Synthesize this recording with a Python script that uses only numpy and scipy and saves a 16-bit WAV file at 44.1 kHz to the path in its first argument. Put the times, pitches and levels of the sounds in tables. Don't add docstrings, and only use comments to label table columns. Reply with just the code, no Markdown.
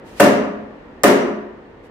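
import sys
import numpy as np
from scipy import signal
from scipy.fft import rfft, irfft
from scipy.io import wavfile

SR = 44100
rng = np.random.default_rng(int(sys.argv[2]) if len(sys.argv) > 2 else 0)


def invert_db(x):
    u = np.asarray(x, float) / 20
    return 10 ** u


def wav_record(signal):
    frames = np.transpose(np.atleast_2d(signal))
    bounded = np.clip(frames, -1, 1)
    quanta = np.round(bounded * 32767).astype(np.int16)
    wavfile.write(sys.argv[1], SR, quanta)


N = 83790

# start_s, slap_level_db, brightness_db_per_octave, first_tick_level_db
BLOWS = [(0.1983, -6.5, 0.7, -15.5), (1.0349, -6.5, 0.78, -5)]
TUBE_HZ = [75, 110, 190, 214, 253, 276, 301, 340, 365, 413, 440, 514, 563, 606, 708, 775, 985, 1130, 1216,
           1516, 1627, 1782, 1865, 2040, 2745, 2900]
# frequency_hz, likeness (-1 to 1)
ROOM_LIKENESS = [(60, 0.69), (180, 0.84), (550, 0.35), (1650, -0.064), (4970, -0.14), (15000, 0.05)]


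def rms_one(x):
    return x / np.sqrt(np.mean(x ** 2) + 1e-20)


def at_hz(points, hz):
    table = np.array(points)
    return np.interp(np.log(hz), np.log(table[:, 0]), table[:, 1])


def coloured(x, spectrum, tilt_db=0):
    hz = np.maximum(np.fft.rfftfreq(x.shape[-1], 1 / SR), 10)
    gain_db = at_hz(spectrum, hz) + tilt_db * np.log2(hz / 1000)
    return irfft(rfft(x) * invert_db(gain_db), x.shape[-1])


def stereo_noise(likeness):
    hz = np.maximum(np.fft.rfftfreq(N, 1 / SR), 10)
    alike = np.clip(at_hz(likeness, hz), -1, 1)
    mid, side = rfft(rng.standard_normal((2, N)))
    common = np.sqrt(1 + alike) * mid
    opposed = np.sqrt(1 - alike) * side * [[1], [-1]]
    return irfft(common + opposed, N) / np.sqrt(2)


def hum():
    # time_s, level_db
    hum_level = [(0, -40), (0.901, -40.5), (1.5, -42), (1.9, -42.5)]
    # frequency_hz, density_db_per_hz
    hum_spectrum = [(15, -20), (30, 7), (45, 0), (63, -5.5), (114, -9), (195, -6), (263, -3), (503, -4),
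                    (677, -12.5), (936, -10.5), (1020, -14), (1610, -19), (1790, -15), (2280, -24),
                    (2550, -25), (8000, -51), (12500, -65), (13200, -52.5), (14000, -67.5), (16000, -64.5)]
    # frequency_hz, likeness (-1 to 1)
    hum_likeness = [(60, 0.89), (180, 0.98), (550, 0.67), (1650, 0.059), (4970, -0.069), (15000, 0.44)]
    time_s, level_db = np.transpose(hum_level)
    envelope = invert_db(np.interp(np.arange(N) / SR, time_s, level_db))
    return envelope * rms_one(coloured(stereo_noise(hum_likeness), hum_spectrum))


def swishes():
    # crest_s, level_db, rise_s, fall_s (rise and fall to 1/e)
    cloth_swells = [(0.083, -50.5, 0.028, 0.13), (0.187, -42.5, 0.0206, 0.066), (1.851, -59, 0.016, 0.028)]
    # frequency_hz, density_db_per_hz
    cloth_spectrum = [(1200, -4), (2500, -3.5), (5000, -10), (9000, -14.5), (15500, -23)]
    t = np.arange(N) / SR
    envelope = 0
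    for crest_s, level_db, rise_s, fall_s in cloth_swells:
        width_s = np.where(t < crest_s, rise_s, fall_s)
        envelope = envelope + invert_db(level_db) * np.exp(-((t - crest_s) / width_s) ** 2)
    return envelope * rms_one(coloured(stereo_noise(ROOM_LIKENESS), cloth_spectrum))


def ticks():
    # frequency_hz, density_db_per_hz
    tick_spectrum = [(3000, -30), (5500, 1), (8000, 1), (12000, -6.5), (16000, -11.5)]
    fade_s = 0.00074
    t = np.arange(N) / SR
    envelope = 0
    for start_s, _, _, tick_db in BLOWS:
        since = np.maximum(t - start_s, 0)
        envelope = envelope + invert_db(tick_db) * (t > start_s) * np.exp(-since / fade_s)
    return envelope * rms_one(coloured(stereo_noise(ROOM_LIKENESS), tick_spectrum))


def slap():
    # frequency_hz, density_db_per_hz
    near_spectrum = [(100, -62), (300, -27), (700, -10.5), (1300, -10.5), (2800, -18), (4500, -27),
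                     (8000, -25), (16000, -32)]
    rise_s, fade_start_s, fade_s = 0.0082, 0.0047, 0.0064
    out = 0
    for start_s, slap_db, tilt_db, _ in BLOWS:
        t = np.maximum(np.arange(N) / SR - start_s, 0)
        envelope = np.minimum(t / rise_s, 1) * np.exp(-np.maximum(t - fade_start_s, 0) / fade_s)
        burst = rms_one(coloured(stereo_noise(ROOM_LIKENESS), near_spectrum, tilt_db))
        out = out + invert_db(slap_db) * envelope * burst
    return out


def struck(modes, start_s, spread_db, detune, split, twin_db):
    swing_up_cycles = 3.05
    t = np.maximum(np.arange(N) / SR - start_s, 0)
    draws = rng.standard_normal((len(modes), 3))
    out = 0
    for (hz, level_db, t60_s), (strength, pitch, twin) in zip(modes, draws):
        phase = 2 * np.pi * hz * (1 + detune * pitch) * t
        twin_ratio = 1 + split * np.sin(twin + np.sign(twin) / 2)
        pair = np.sin(phase) + invert_db(twin_db) * np.sin(phase * twin_ratio)
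        decay = invert_db(level_db + spread_db * strength - 60 * t / t60_s)
        out = out + decay * pair * (1 - np.exp(-t * hz / swing_up_cycles))
    return out


def tubes():
    # level_db at the first blow, level_db at the second blow, t60_s
    tube_modes = [(-24, -20.5, 0.1), (-19, -27, 0.15), (-19, -18.5, 0.33), (-16, -21.5, 0.77),
                  (-21, -19.5, 0.5), (-14, -16.5, 0.63), (-14.5, -17, .3), (-39, -17, 1),
                  (-38.5, -17, 0.78), (-12, -9.5, 0.7), (-17.5, -23, 0.45), (-23.5, -25, .4),
                  (-4, -9.5, 0.37), (-12.5, -15, 0.51), (-13.5, -16.5, 0.37), (-19, -25.5, 0.26),
                  (-28, -19.5, 0.45), (-20, -27, 0.36), (-13, -12.5, 0.11), (-10.5, -33.5, 0.066),
                  (-46.5, -20, 0.1), (-15.5, -21.5, 0.25), (-31, -23, 0.35), (-30.5, -23.5, 0.25),
                  (-22, -33.5, 0.26), (-35, -32, 0.64)]
    contact_s = 0.00053
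    t = np.arange(N) / SR
    out = 0
    for blow, (start_s, *_) in enumerate(BLOWS):
        modes = np.c_[TUBE_HZ, np.array(tube_modes)[:, [blow, -1]]]
        ring = struck(modes, start_s, spread_db=1.5, detune=.004, split=.026, twin_db=-4)
        out = out + ring * (1 - np.exp(-np.maximum(t - start_s, 0) / contact_s))
    return out


def ring_at(clicks, hz, t60_s):
    radius, angle = invert_db(-60 / (t60_s * SR)), 2 * np.pi * hz / SR
    numerator = [0, np.sin(angle)]
    denominator = [1, -2 * radius * np.cos(angle), radius * radius]
    return signal.lfilter(numerator, denominator, clicks + 1e-18)


def joints():
    rattle_db, rattle_t60_s, ring_t60_s = -29.5, 0.28, 0.067
    clicks_per_s, spread_db = 150, 4
    from_hz, to_hz = 700, 2100
    t, out = np.arange(N) / SR, 0
    shaking = 0
    for start_s, *_ in BLOWS:
        since = np.maximum(t - start_s, 0)
        shaking = shaking + (t > start_s) * invert_db(rattle_db - 60 * since / rattle_t60_s)
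    for hz in TUBE_HZ:
        if from_hz < hz < to_hz:
            happens = rng.random(N) < clicks_per_s / SR
            size = invert_db(spread_db * rng.standard_normal(N)) * rng.choice([-1, 1], N)
            out = out + ring_at(happens * size * shaking, hz, ring_t60_s)
    return out


def slap_to_walls():
    # frequency_hz, density_db_per_hz
    wall_spectrum = [(35, -58), (60, -57.5), (262, -10), (579, -10.5), (803, -15.5), (1250, -14.5),
                     (1410, -18), (1740, -16.5), (3340, -30), (6000, -31.5), (16000, -48)]
    first_wall_s = .004
    out = 0
    for start_s, slap_db, tilt_db, _ in BLOWS:
        click = 1. * (np.arange(N) == int((start_s + first_wall_s) * SR))
        push = coloured(click, wall_spectrum, tilt_db)
        out = out + invert_db(slap_db) * push / np.sqrt(np.sum(push ** 2))
    return out


def garage(x):
    # frequency_hz, t60_s
    garage_decay = [(60, 0.13), (160, 0.76), (420, 0.82), (1100, 0.87), (2900, 0.65), (5500, 0.52),
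                    (8500, 0.39), (12000, 0.31), (16000, .25)]
    # frequency_hz, level_db
    garage_colour = [(60, 10.5), (150, 11.5), (400, 1), (1000, 1.5), (2000, -1.5), (2900, 0), (4200, -4),
                     (6000, -3.5), (9000, -2), (13000, 2), (16000, -3)]
    build_up_s, build_up_cycles = 0.013, 2.3
    band_edges_hz = 25 * 2 ** np.arange(0, 9.6, 1 / 3)
    t = np.arange(N) / SR
    white = [stereo_noise(ROOM_LIKENESS) for _ in range(2)]
    response = 0
    for k, (low, high) in enumerate(zip(band_edges_hz, band_edges_hz[1:])):
        hz = np.sqrt(low * high)
        growth = 1 - np.exp(-t / (build_up_s + build_up_cycles / hz))
        envelope = growth * invert_db(-60 * t / at_hz(garage_decay, hz))
        band_filter = signal.butter(2, [low, high], "band", fs=SR, output="sos")
        band = signal.sosfilt(band_filter, white[k % 2])
        response = response + invert_db(at_hz(garage_colour, hz)) * band * envelope / np.sqrt(np.sum(envelope ** 2))
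    return signal.fftconvolve(x, response, axes=1)[:, :N]


def tinks():
    # start_s, level_db
    tink_hits = [(0.25, -55), (0.369, -43), (1.05, -46), (1.125, -51), (1.207, -43)]
    # pitch_hz, level_db, t60_s
    loose_modes = [(5585, -15, .45), (5640, -10, .06), (5895, -3, .4), (5960, -17, .15), (6748, -20, .3),
                   (8727, -23, .3)]
    out = 0
    for start_s, level_db in tink_hits:
        hit = struck(loose_modes, start_s, spread_db=1.5, detune=0, split=.0015, twin_db=-12)
        out = out + invert_db(level_db) * hit
    return out


def scene():
    left_db = 0.53
    tubes_echo_db, slap_echo_db, tink_echo_db = -7, 30.5, -11
    ring = tubes() + joints()
    tink = tinks()
    sent = invert_db(tubes_echo_db) * ring + invert_db(slap_echo_db) * slap_to_walls() + invert_db(tink_echo_db) * tink
    struck_sounds = ring + ticks() + slap() + tink + garage(sent[None])
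    return struck_sounds * invert_db([[left_db], [-left_db]]) + swishes() + hum()


def top_cut(x):
    return signal.sosfilt(signal.butter(12, 16350, fs=SR, output="sos"), x)


def record(dry):
    bass_cut_hz, top_cut_hz, overload = 55, 16000, 2.5
    x = signal.sosfilt(signal.butter(2, bass_cut_hz, "high", fs=SR, output="sos"), dry)
    x = signal.sosfilt(signal.cheby2(12, 30, top_cut_hz, fs=SR, output="sos"), x)
    squashed = overload * np.tanh(x / overload)
    mix = np.clip(squashed, -1, 1)
    return top_cut(mix)


dry = scene()
out = record(dry)
wav_record(out)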